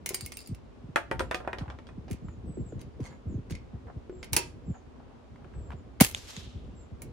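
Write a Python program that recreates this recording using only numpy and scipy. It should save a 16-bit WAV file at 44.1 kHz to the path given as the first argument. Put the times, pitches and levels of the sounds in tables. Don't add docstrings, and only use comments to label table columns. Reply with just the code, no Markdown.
import sys
import numpy as np
from scipy import signal
from scipy.fft import rfft, irfft
from scipy.io import wavfile
from scipy.ndimage import uniform_filter1d

SR = 44100
rng = np.random.default_rng(int(sys.argv[2]) if len(sys.argv) > 2 else 0)


def persist_wave(psi):
    counts = np.round(np.clip(psi, -1, 1) * 32767).astype(np.int16)
    wavfile.write(sys.argv[1], SR, np.atleast_2d(counts).T)


N = 313992
TIME = np.arange(N) / SR
AGE = TIME[:SR // 2]


def undb(db):
    return 10 ** (np.asarray(db) / 20)


def unit(x):
    return x / np.sqrt(np.mean(x ** 2))


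def curve(rows):
    return np.interp(TIME, *np.transpose(rows))


def add(out, s, x):
    i = int(s * SR)
    out[:, i:i + x.shape[-1]] += x[..., :N - i]


def colour(x, points):
    size = 2048
    hz, db = np.transpose(points)
    grid = np.maximum(np.arange(size // 2 + 1) * SR / size, 1)
    level_db = np.interp(np.log(grid), np.log(hz), db)
    cepstrum = irfft(np.log(undb(level_db)))
    cepstrum[1:size // 2] *= 2
    cepstrum[size // 2 + 1:] = 0
    response = irfft(np.exp(rfft(cepstrum)))
    response /= np.linalg.norm(response)
    return signal.fftconvolve(x, response[None], axes=1)[:, :x.shape[1]]


def band(x, hz, kind):
    return signal.sosfilt(signal.butter(2, min(hz, SR / 2 - 1), kind, fs=SR, output="sos"), x)


def lift_above(points, bright_db, low_hz, high_hz):
    return [(hz, db + bright_db * np.interp(hz, [low_hz, high_hz], [0, 1]), *rest) for hz, db, *rest in points]


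def noise(size, side_db):
    mid, side = rng.standard_normal((2, size))
    return unit(mid + undb(side_db) * side * np.array([[1], [-1]]))


def walk(rate):
    k = int(SR / rate)
    steps = np.repeat(rng.standard_normal(N // k + 1), k)[:N]
    return unit(uniform_filter1d(steps, k))


def burst(decay_s, side_db, grain_db=3):
    sizes = np.clip(rng.standard_normal(len(AGE)), -2, 2)
    grains = np.repeat(undb(grain_db * sizes), repeats=SR // 1000)[:len(AGE)]
    grains = 1 + (unit(grains) - 1) * (1 - np.exp(-AGE / 0.009))
    return noise(len(AGE), side_db) * grains * np.exp(-AGE / max(decay_s, 1 / SR))


def ring(modes, spread, uneven_db=2, detune=0):
    out = np.zeros((2, len(AGE)))
    for hz, db, t60 in modes:
        age = AGE[:int(t60 * SR)]
        lean, weight, shift = rng.standard_normal(3)
        phase = spread * lean * np.array([[1], [-1]]) / np.sqrt(2)
        gain = undb(db + uneven_db * np.clip(weight, -1.5, 1.5))
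        tone = np.sin(2 * np.pi * hz * (1 + detune * shift) * age + phase)
        out[:, :len(age)] += gain * tone * np.exp(-np.log(1000) * age / t60)
    return out


def from_right(x, count):
    return np.array([np.roll(x[0], count), x[1]])


def off_axis(x):
    body = signal.sosfiltfilt(signal.butter(2, 4000, fs=SR, output="sos"), x)
    return body + from_right(x - body, count=8)


def shelter(x, wet_db, t60_low, t60_high, split_hz=5000, build_s=0.0036):
    scatter = noise(len(AGE), -0.38)
    low = band(scatter, split_hz, "low") * np.exp(-np.log(1000) * AGE / t60_low)
    high = band(scatter, split_hz, "high") * np.exp(-np.log(1000) * AGE / t60_high)
    response = (low - high) * (1 - np.exp(-(AGE / build_s) ** 2))
    response /= np.linalg.norm(response, axis=1, keepdims=True)
    return x + undb(wet_db) * signal.fftconvolve(x, response, axes=1)[:, :N]


# pitch in Hz, relative level in dB.
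AIR_COLOUR = [(25, -11.5), (60, 5), (110, -4.5), (180, -14.5), (240, 2), (310, -8), (390, -5.5), (550, -11),
              (1100, -17), (1700, -24.5), (3000, -29), (7000, -40), (11000, -51.5), (13000, -59),
              (16000, -71)]
AIR_DB = -52.5


def air():
    return colour(noise(N, -0.65), AIR_COLOUR) * undb(AIR_DB + 0.17 * walk(11))


# time in seconds, relative level in dB.
BREEZE_STRENGTH = [(0.0, -50), (0.32, -58), (0.81, -54.5), (1.31, -42), (1.55, -42.5), (1.74, -52.5),
                   (1.98, -50), (2.16, -45), (2.87, -46), (3.05, -52), (4.58, -46.5), (4.94, -55),
                   (5.21, -57.5), (5.57, -44), (6.11, -53.5), (6.54, -47), (6.84, -51), (7.12, -46)]
# pitch in Hz, relative level in dB.
RUMBLE_COLOUR = [(20, -14.5), (35, -5.5), (58, 5.5), (100, -1.5), (200, -10.5), (320, -13.5), (500, -18),
                 (1000, -44.5), (3000, -70.5)]
# start in seconds, relative level in dB, starting pitch in Hz, length in seconds.
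STRONG_PUFFS = [(0.222, -32.5, 250, 0.039), (0.488, -32, 358, 0.039), (0.508, -28, 402, 0.038),
                (0.835, -33.5, 354, 0.039), (0.885, -34.5, 364, .025), (1.14, -34, 304, 0.036),
                (1.607, -26.5, 415, 0.039), (1.672, -31.5, 216, 0.043), (1.974, -31, 417, 0.032),
                (2.103, -25.5, 559, 0.043), (2.14, -33.5, 430, 0.014), (2.218, -35, 325, .025),
                (2.24, -31.5, 385, 0.028), (2.275, -32, 172, 0.031), (2.38, -37, 257, .03),
                (2.44, -38, 413, 0.018), (2.486, -29.5, 482, 0.043), (2.57, -28.5, 631, 0.022),
                (2.588, -26, 530, 0.052), (2.658, -35, 276, 0.025), (2.722, -32, 738, 0.02),
                (2.748, -29.5, 319, 0.048), (2.862, -35.5, 328, 0.034), (2.994, -28, 703, 0.039),
                (3.01, -29, 330, 0.031), (3.256, -27, 365, 0.05), (3.295, -31, 450, 0.038),
                (3.32, -32, 473, 0.018), (3.34, -24, 427, 0.036), (3.377, -28.5, 470, 0.034),
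                (3.505, -26, 557, 0.055), (3.733, -30.5, 320, 0.038), (3.958, -31, 260, 0.033),
                (4.318, -24.5, 254, 0.038), (4.676, -29, 338, 0.026), (4.695, -23, 370, 0.03),
                (5.735, -31, 275.6, 0.028), (6.37, -31.5, 313, 0.025), (6.545, -32, 251, 0.037),
                (6.915, -33, 269, 0.043)]
# pitch in Hz, relative level in dB.
CHURN_COLOUR = [(20, -2.5), (60, 6), (150, 3.5), (280, -3), (550, -16), (1300, -49.5), (4000, -72.5)]
BREEZE_DB = -0.5
EDDIES_PER_S, EDDY_DB, EDDY_HZ, EDDY_SPREAD_OCTAVES, EDDY_S = 5.6, 6, 279, 0.65, 0.022
PUFF_SINK_S, PUFF_END_HZ = 0.012, 43


def breeze(ragged_db=-10):
    strength_db = curve(BREEZE_STRENGTH)
    out = colour(noise(N, -9.0), RUMBLE_COLOUR) * undb(strength_db + BREEZE_DB + 3.88 * walk(20))
    eddies = []
    for when, pitch in rng.random((int(EDDIES_PER_S * N / SR), 2)):
        start_hz = EDDY_HZ * 2 ** (EDDY_SPREAD_OCTAVES * (2 * pitch - 1))
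        eddies.append((when * N / SR, strength_db[int(when * N)] + EDDY_DB, start_hz, EDDY_S))
    t = AGE[:SR // 8]
    for s, db, start_hz, length_s in list(STRONG_PUFFS) + eddies:
        hz = PUFF_END_HZ + (start_hz - PUFF_END_HZ) * np.exp(-t / PUFF_SINK_S)
        phase = 2 * np.pi * (np.cumsum(hz) / SR + rng.random()) + 0.51 * rng.standard_normal((2, 1))
        passage = t / (0.44 * length_s)
        swell = passage * np.exp((1 - passage ** 2) / 2)
        churn = undb(ragged_db) * colour(noise(len(t), -7.0), CHURN_COLOUR)
        add(out, s, undb(db - 2.5) * swell * (np.sin(phase) + churn))
    return out


# pitch in Hz, relative level in dB.
STEEL_COLOUR = [(150, -17.5), (370, -2), (840, -5.5), (1370, -7.5), (2200, -2), (2700, -1.5), (3900, -7),
                (5500, -5.5), (8900, -2.5), (11300, -1.5), (13300, -16.5), (15000, -0.5), (16500, -17)]
# pitch in Hz, relative level in dB, time to fall 60 dB in seconds.
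RECEIVER_MODES = [(376, 2.5, .12), (560, -5.5, .09), (938, -1, 0.16), (2130, 2.5, 0.088),
                  (2438, -1.5, 0.056), (2690, 1, 0.066), (3520, -8, 0.055), (4660, -7.5, 0.068),
                  (5320, -4.5, 0.088), (5640, -8, .06), (7080, -6.5, 0.045), (10900, -11.5, .05),
                  (14570, -10, .06)]
CONTACT_S, CONTACT_DOUBLING_DB = 0.0061, 12


def action_blow(db, treble_db, body_db):
    tilt = np.log([900, 2200, 5000, 10000, 15000]), [body_db, 0, 0, treble_db, 1.5 * treble_db]
    shape = [(hz, level + np.interp(np.log(hz), *tilt)) for hz, level in STEEL_COLOUR]
    modes = [(hz, level + np.interp(np.log(hz), *tilt), t60) for hz, level, t60 in RECEIVER_MODES]
    contact_s = CONTACT_S * 2 ** (body_db / CONTACT_DOUBLING_DB)
    click = off_axis(colour(burst(contact_s, -6.0), shape))
    tone = ring(modes, 1.0, uneven_db=7.0, detune=.012)
    return undb(db) * (undb(-5.5) * click + undb(-32.5) * tone)


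# start in seconds, relative level in dB, extra treble in dB, extra body in dB.
ACTION_BLOWS = [(0.0603, -18, -1, -7.5), (0.0907, -17, 3.5, -9.5), (0.104, -36, -5, 15.5),
                (0.1368, -36, -4.5, -0.5), (0.1448, -17, 2.5, -6), (0.2103, -35, 5.5, -16),
                (0.2618, -24.5, 3, -19), (0.3202, -31.5, -7, -2), (0.3707, -25, 3.5, -18),
                (0.4738, -34.5, 8, -19), (0.5475, -41.5, -5, -13), (2.081, -40.5, -30, 13.5),
                (2.1, -50, -3, -4), (2.1109, -34, -3.5, -1), (2.13, -35.5, -6, -9.5),
                (2.814, -39.5, -5, -12), (3.003, -44.5, -14, 14), (3.0489, -47, -16.5, 22),
                (3.5074, -35.5, -7.5, 1), (3.5225, -31, -26, -23), (3.5522, -36, -16.5, -9),
                (4.2294, -32, -18, 0.5), (4.243, -39, -6, -4.5), (4.325, -41.5, 5, 10),
                (4.3313, -12, 1, -8), (4.335, -23, -5.5, 5.5), (4.3649, -7, -1.5, -7.5),
                (4.3681, -16, -2, 10), (4.382, -36.5, -1.5, 7), (6.002, -16.5, -6, 4.5),
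                (7.019, -33, 3.5, 2.5)]
# start in seconds, relative level in dB.
BREECH_BLOCK_BLOWS = [(3.5508, -39.5), (4.2289, -46), (6.002, -28)]
# pitch in Hz, relative level in dB, time to fall 60 dB in seconds.
BREECH_BLOCK_MODES = [(2117, -1, .05), (2210, -8, .06), (6600, -7, 0.028)]


def action():
    out = np.zeros((2, N))
    for s, db, treble_db, body_db in ACTION_BLOWS:
        add(out, s, action_blow(db, treble_db, body_db))
    for s, db in BREECH_BLOCK_BLOWS:
        add(out, s, undb(db) * ring(BREECH_BLOCK_MODES, 0.7, uneven_db=3.5))
    return shelter(out + spring(), wet_db=-8, t60_low=0.27, t60_high=0.082)


# start in seconds, length in seconds, relative level in dB, extra brightness in dB.
RUB_STROKES = [(0.092, 0.22, -62, 16), (0.325, 0.22, -64, 16), (1.387, 0.38, -50.5, -22),
               (3.03, 0.14, -60.5, -5), (3.72, 0.095, -63, -21), (3.867, 0.057, -52, -46),
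               (4.738, 0.036, -52, -28), (4.809, 0.5, -63.5, -28), (5.346, 0.45, -62.5, -16.5),
               (5.705, 0.04, -47.5, -15)]
# pitch in Hz, relative level in dB.
RUBBING_COLOUR = [(250, -12), (700, 8.5), (1100, 1.5), (1600, -2), (2200, -10.5), (3200, -5.5), (5000, -9),
                  (8000, -15), (12000, -27.5), (16000, -40.5)]


def rubbing(slips_per_s=1800, uneven_db=3):
    out = np.zeros((2, N))
    for s, length_s, db, bright_db in RUB_STROKES:
        slips = rng.random(len(AGE)) < slips_per_s / SR
        slips = slips * undb(uneven_db * np.clip(walk(150)[:len(AGE)], -2, 2))
        shape = lift_above(RUBBING_COLOUR, bright_db, 1500, 4500)
        stroke = np.sqrt(np.abs(np.sin(np.pi * np.minimum(AGE / length_s, 1))))
        add(out, s, undb(db) * stroke * unit(colour(slips * noise(len(AGE), -1.9), shape)))
    return shelter(out, wet_db=-7.5, t60_low=0.14, t60_high=0.17)


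# start in seconds, relative level in dB, contact time in seconds, relative level of the stock's ring in dB.
STOCK_BUMPS = [(0.107, -52, .004, -31.5), (2.284, -41.5, 0.007, -64), (2.575, -69, .008, -41.5),
               (2.724, -48, 0.0018, -50), (3.87, -46.5, 0.0057, -63), (3.905, -63, .008, -59),
               (4.096, -43.5, 0.0043, -33), (4.128, -62, .004, -38.5), (4.367, -30, 0.0045, -36),
               (4.745, -49, 0.006, -69), (5.359, -45, .006, -59), (5.444, -45, 0.0055, -50),
               (5.537, -48, .008, -67), (5.705, -30, 0.0025, -63), (5.718, -36, .004, -54)]
# pitch in Hz, relative level in dB, time to fall 60 dB in seconds.
STOCK_MODES = [(366.3, -2.5, 0.36), (389, 0, 0.13), (467, -6.5, 0.071), (690, -24.5, .06)]
# pitch in Hz, relative level in dB.
SOFT_BUMP_COLOUR = [(150, -10), (500, -8.5), (900, 3), (1600, 3), (2400, -6), (3200, -12), (4000, -20),
                    (8000, -30.5), (16000, -45.5)]


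def handling():
    out = np.zeros((2, N))
    for s, db, contact_s, ring_db in STOCK_BUMPS:
        bump = undb(db - 7.0) * colour(burst(contact_s, -8.5), SOFT_BUMP_COLOUR)
        add(out, s, bump + undb(ring_db - 4.5) * ring(STOCK_MODES, 0.21))
    return shelter(out, wet_db=-10, t60_low=0.2, t60_high=0.16)


# start in seconds, relative level in dB.
SPRING_SLIPS = [(0.1442, -32.5), (0.158, -50), (0.209, -37.5), (.239, -54), (0.249, -49), (0.254, -46.5),
                (0.262, -63), (.278, -64), (.289, -68), (0.32, -46), (0.3714, -51), (0.39, -45),
                (0.405, -46), (0.415, -51), (.425, -57), (0.461, -52), (0.473, -50)]
# pitch in Hz, relative level in dB, time to fall 60 dB in seconds.
SPRING_RING = [(2270, -8.5, 0.0325), (4380, -9, .06), (4710, -0.5, 0.038), (4850, 5, 0.029),
               (6840, -6, 0.024), (7200, -5.5, .03), (10100, -1.5, .03)]


def spring():
    out = np.zeros((2, N))
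    for s, db in SPRING_SLIPS:
        twang = ring(SPRING_RING, 0.73, uneven_db=3, detune=0.035)
        grate = colour(burst(0.00093, 2.5) + undb(-13.5) * burst(.01, -1), STEEL_COLOUR)
        add(out, s, undb(db) * (undb(-3.5) * twang + undb(2.0) * grate))
    return out


# start in seconds, relative level in dB.
CASE_DRAWN_RINGS = [(0.146, -39), (0.209, -46), (0.262, -60), (0.339, -50), (0.371, -47.5), (0.415, -55),
                    (0.475, -58)]
# start in seconds, relative level in dB, sharpness in dB,
# relative level of the brass ring in dB, extra bass of the board in dB.
CASE_LANDINGS = [(0.9593, -9, -5.5, -52, -6.5), (1.1132, -18, -6, -53, 2), (1.1947, -20.5, 9, -47, -4),
                 (1.206, -21.5, -11, -48, 5.5), (1.312, -17.5, -5, -81, -3),
                 (1.3454, -21.5, 13, -55.5, 0.5), (1.403, -33.5, -33, -68, 11.5),
                 (1.449, -37.5, -38, -78, 3), (1.476, -23, -16, -77, 2), (1.531, -24, -9, -81, -1),
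                 (1.585, -32, 17, -65, 0), (1.61, -39.5, -16, -77, -4), (1.68, -41, -18, -84, 0),
                 (1.701, -35.5, 6, -83, 0), (1.788, -40, 5, -88, 5), (1.869, -46, 18, -72, -4),
                 (1.889, -39.5, -1, -83, 5)]
# pitch in Hz, relative level in dB, time to fall 60 dB in seconds.
BRASS_MODES = [(7430, -20, .3), (8600, 0, .17), (8665, -6, .12), (11670, -21, .12), (12040, -23, .12)]
# pitch in Hz, relative level in dB.
KNOCK_COLOUR = [(150, -10.5), (260, -8), (370, 1.5), (600, 6.5), (1000, -0.5), (1500, 3), (2200, -2),
                (3200, -6.5), (4400, -16.5), (6000, -19.5), (9000, -23), (12000, -28), (16000, -35)]
# pitch in Hz, relative level in dB, time to fall 60 dB in seconds.
PLANK_MODES = [(342, 0, 0.18), (382, 5, 0.105), (467, 2, 0.12), (556, 3.5, 0.15), (602, -8, 0.1),
               (712, 1.5, 0.17), (962, 6, 0.14), (1108.5, 4, 0.08), (1222, 4.5, 0.0615), (1350, 0.5, 0.17),
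               (1690, 5, 0.063), (1870, 6.5, 0.079), (2295, -9, 0.058), (2460, 3.5, 0.081),
               (2680, -20, 0.07), (3395, 2, 0.043)]
FIRM_DB, DULLING = -15.5, 1
BOARD_DB, BOARD_DECAY_S = -10.5, 0.016


def landing_tilt(hz, db, sharp_db, bass_db):
    bass = bass_db * np.interp(hz, [300, 1200], [1, 0])
    dull = DULLING * min(db - FIRM_DB, 0) * np.interp(hz, [6000, 14000], [0, 1])
    return bass + dull + sharp_db * np.interp(hz, [1820, 4260, 9100, 13600], [0, 0.92, 0.51, 1.0])


def spent_case():
    out = np.zeros((2, N))
    for s, db in CASE_DRAWN_RINGS:
        add(out, s, undb(db) * ring(BRASS_MODES, 0.99))
    for s, db, sharp_db, brass_db, bass_db in CASE_LANDINGS:
        balance = db, sharp_db, bass_db
        board = undb(BOARD_DB) * burst(BOARD_DECAY_S, -0.5, grain_db=1.0)
        contact = burst(0.0016, -7.5, grain_db=-23.0) + board + rattle()
        shape = [(hz, level + landing_tilt(hz, *balance)) for hz, level in KNOCK_COLOUR]
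        knock = off_axis(colour(contact, shape))
        modes = [(hz, level + landing_tilt(hz, *balance), t60) for hz, level, t60 in PLANK_MODES]
        planks = ring(modes, 0.67, uneven_db=3, detune=.06)
        add(out, s, undb(db) * (undb(-1.0) * knock + undb(-23.5) * planks))
        add(out, s, undb(brass_db) * ring(BRASS_MODES, 1.0, uneven_db=-3))
    return shelter(out, wet_db=-13.5, t60_low=0.29, t60_high=0.19)


RATTLE_S, RATTLE_DB, RATTLE_FALL_DB_PER_S = 0.059, -17, 263


def rattle():
    out = np.zeros((2, len(AGE)))
    for delay_s in RATTLE_S * (0.17 + rng.random(6)):
        gain = undb(RATTLE_DB - RATTLE_FALL_DB_PER_S * delay_s)
        out += gain * np.roll(burst(0.00087, 0.5), int(delay_s * SR), axis=1)
    return out


# start in seconds, length in seconds, starting pitch in Hz, end pitch in Hz, relative level in dB.
BIRD_WHISTLES = [(2.233, 0.11, 7400, 6500, -62.5), (2.455, 0.18, 7980, 7200, -58),
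                 (2.65, 0.061, 7820, 6400, -55), (3.077, 0.059, 7280, 6700, -61),
                 (3.279, 0.07, 7520, 5860, -61), (4.112, 0.12, 7540, 7170, -61.5),
                 (4.65, .135, 7550, 6130, -59.5), (5.537, 0.16, 7750, 7270, -61.5),
                 (5.758, 0.042, 7300, 6800, -65.5), (6.747, 0.095, 7590, 7080, -57)]


def bird():
    out = np.zeros((2, N))
    for s, length_s, start_hz, end_hz, db in BIRD_WHISTLES:
        u = np.linspace(0, 1, int(length_s * SR))
        hz = start_hz + (end_hz - start_hz) * u ** 2 + 35 * walk(220)[:len(u)]
        swell = np.sqrt(np.abs(np.sin(np.pi * u)))
        add(out, s, undb(db) * np.sin(2 * np.pi * np.cumsum(hz) / SR) * swell)
    return shelter(undb(-10.5) * out, wet_db=3, t60_low=0.3, t60_high=0.18)


# start in seconds, length in seconds, relative level in dB, extra brightness in dB.
ROUND_SCRAPES = [(2.788, 0.032, -57.5, 2.5), (3.024, 0.059, -48, -2), (3.099, 0.052, -50, -32),
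                 (3.497, 0.025, -54, 5)]
# pitch in Hz, relative level in dB, time to fall 60 dB in seconds.
CHAMBER_MODES = [(982, 2.5, 0.035), (1220, -5, 0.027), (1620, -1.5, 0.027), (2044, 1.5, 0.035),
                 (2500, -11, 0.025), (3240, -9, 0.03), (4000, -8.5, 0.032), (4570, -5, 0.073),
                 (5400, -5, 0.033), (6330, 1, 0.034), (7100, -9, .03), (8500, -7.5, 0.025),
                 (9400, -13, 0.051)]
CATCHES_PER_S, CATCH_SPREAD_DB = 150, 4.5


def scraping():
    out = np.zeros((2, N))
    for s, length_s, db, bright_db in ROUND_SCRAPES:
        modes = lift_above(CHAMBER_MODES, bright_db, 1500, 4500)
        count = int(length_s * CATCHES_PER_S) + 1
        for k, (late, size) in enumerate(rng.random((count, 2))):
            progress = (k + late) / count
            size_db = CATCH_SPREAD_DB * (2 * size - 1)
            gain = undb(db - 8.5 + size_db) * np.sin(np.pi * progress) ** 0.43
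            grit = undb(12.5 + bright_db) * band(colour(burst(0.0013, -2), STEEL_COLOUR), 6400, "low")
            tone = ring(modes, 1.0, uneven_db=6.0, detune=0.028)
            add(out, s + progress * length_s, gain * (tone + grit))
    return shelter(out, wet_db=-4, t60_low=0.17, t60_high=0.062)


# start in seconds, relative level in dB, decay time in seconds.
GAS_SPITS = [(6.0074, -15, 0.0029), (6.0102, -8, 0.0012), (6.014, -21, 0.0035)]
# pitch in Hz, relative level in dB.
MUZZLE_GAS_COLOUR = [(150, -3.5), (350, 4.5), (670, 0.5), (1400, -8.5), (2150, 4.5), (3000, 0), (5000, -6),
                     (9000, -2), (11500, -1), (13300, -8), (15200, 2), (16500, -19)]


def shot():
    gas = np.zeros((2, N))
    for s, db, decay_s in GAS_SPITS:
        add(gas, s, undb(db + 4.0) * off_axis(colour(burst(decay_s, -0.59), MUZZLE_GAS_COLOUR)))
    add(gas, GAS_SPITS[0][0], wash())
    boom = thump(start_s=6.0124, hz=213, length_s=.0082, db=-4.3, front_db=-3)
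    add(boom, 6.0122, -undb(-18.0) * ring([(617, 3, 0.026), (761, -7, 0.049), (920, -17, 0.046)], 0.31))
    add(boom, 6.016, undb(-26) * ring([(68.5, -15.0, 0.17), (114.0, 12.0, 0.099)], .3, uneven_db=5.0))
    return gas + shelter(boom, wet_db=-31.5, t60_low=0.22, t60_high=0.15)


# pitch in Hz, relative level in dB.
BLAST_WASH_COLOUR = [(150, -4.5), (400, 2.5), (800, -3), (1500, -0.5), (2700, 3), (5000, 0.5), (7000, 1),
                     (9500, -0.5), (11500, 4), (13300, -10), (15200, 1), (16500, -22)]
WASH_DB, WASH_RISE_S, WASH_FALL_DB_PER_S = -17.5, 0.004, 301


def wash(uneven_db=-3.3):
    level_db = WASH_DB - WASH_FALL_DB_PER_S * AGE + uneven_db * walk(400)[:len(AGE)]
    hiss = colour(noise(len(AGE), -0.45), BLAST_WASH_COLOUR)
    return hiss * undb(level_db) * (1 - np.exp(-AGE / WASH_RISE_S))


def thump(start_s, hz, length_s, db, front_db):
    swell = np.interp(AGE, [0, length_s / 2], [undb(front_db), 1])
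    close = np.clip((length_s - AGE) / 0.00094, 0, 1)
    swing = -np.cos(2 * np.pi * hz * AGE + np.pi / 6) * swell * close
    swing -= close * swing.sum() / close.sum()
    out = np.zeros((2, N))
    add(out, start_s, undb(db) * swing)
    return band(out, 2060, "low")


# start in seconds, relative level in dB, decay time in seconds, extra brightness in dB.
BULLET_STRIKES = [(6.1478, -6, 0.001, -2.5), (6.3658, -17.5, 0.0015, -9)]
# pitch in Hz, relative level in dB.
BULLET_STRIKE_COLOUR = [(300, -11), (1400, 0), (2300, 5.5), (2950, 2), (3700, 10), (5000, -7), (6700, 10.5),
                        (8500, -1), (11000, -5), (16000, -44)]
# arrival in seconds, relative level of the hiss in dB, relative level of the hollow note in dB.
BANK_SLOPES = [(6.163, -44.5, -62), (6.293, -45, -58), (6.372, -48.5, -52)]
# pitch in Hz, relative level in dB.
BANK_HISS_COLOUR = [(200, -15.5), (500, -4.5), (900, -8), (1900, -6.5), (3400, -4), (5000, -4.5),
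                    (6900, -6.5), (9000, -14), (12000, -17.5), (16000, -35)]
BANK_NOTE_HZ, BANK_NOTE_WIDTH_HZ, BANK_NOTE_SAG_HZ_PER_S = 3800, 1140, 1200
BANK_FALL_DB_PER_S, BANK_NOTE_FALL_DB_PER_S = 103, 66


def down_range():
    strikes = np.zeros((2, N))
    for s, db, decay_s, bright_db in BULLET_STRIKES:
        shape = lift_above(BULLET_STRIKE_COLOUR, bright_db, 2500, 6500)
        smack = from_right(colour(burst(decay_s, -9.0), shape), count=14)
        add(strikes, s, undb(db - 13.5) * smack)
    hiss = colour(noise(N, -1.9), BANK_HISS_COLOUR) * undb(1.28 * walk(76))
    far = np.interp(TIME, [6.3, 6.6], [0, 1])
    hiss = (1 - far) * hiss + far * band(hiss, 8500, "low")
    hiss = hiss * bank_swell([(s, db) for s, db, _ in BANK_SLOPES], BANK_FALL_DB_PER_S)
    hz = BANK_NOTE_HZ - BANK_NOTE_SAG_HZ_PER_S * np.maximum(TIME - BANK_SLOPES[0][0], 0)
    flutter = band(noise(N, -2.3), BANK_NOTE_WIDTH_HZ / 2, "low")
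    note = unit(flutter * np.sin(2 * np.pi * np.cumsum(hz) / SR))
    note = note * bank_swell([(s, db) for s, _, db in BANK_SLOPES], BANK_NOTE_FALL_DB_PER_S)
    return strikes + hiss + note


BANK_RISE_S = 0.022
FAR_FIELD_DB, FAR_FALL_DB_PER_S = -37, 4


def bank_swell(slopes, fall_db_per_s):
    power = 0
    for s, db in slopes:
        since = np.maximum(TIME - s, 0)
        rise = np.exp(np.minimum(TIME - s, 0) / BANK_RISE_S)
        echo = undb(-fall_db_per_s * since)
        roll = undb(FAR_FIELD_DB - FAR_FALL_DB_PER_S * since)
        power = power + (undb(db) * rise) ** 2 * (echo ** 2 + roll ** 2)
    return np.sqrt(power)


def scene():
    weather = air() + breeze()
    rifle = action() + rubbing() + handling() + scraping() + shot()
    return weather + rifle + spent_case() + bird() + down_range()


TOP_HZ = 16100


def record(dry):
    sound = np.clip(band(dry, 35, "high"), -.85, .85)
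    return signal.sosfilt(signal.ellip(8, .2, 70, TOP_HZ, fs=SR, output="sos"), sound)


dry = scene()
out = record(dry)
persist_wave(out)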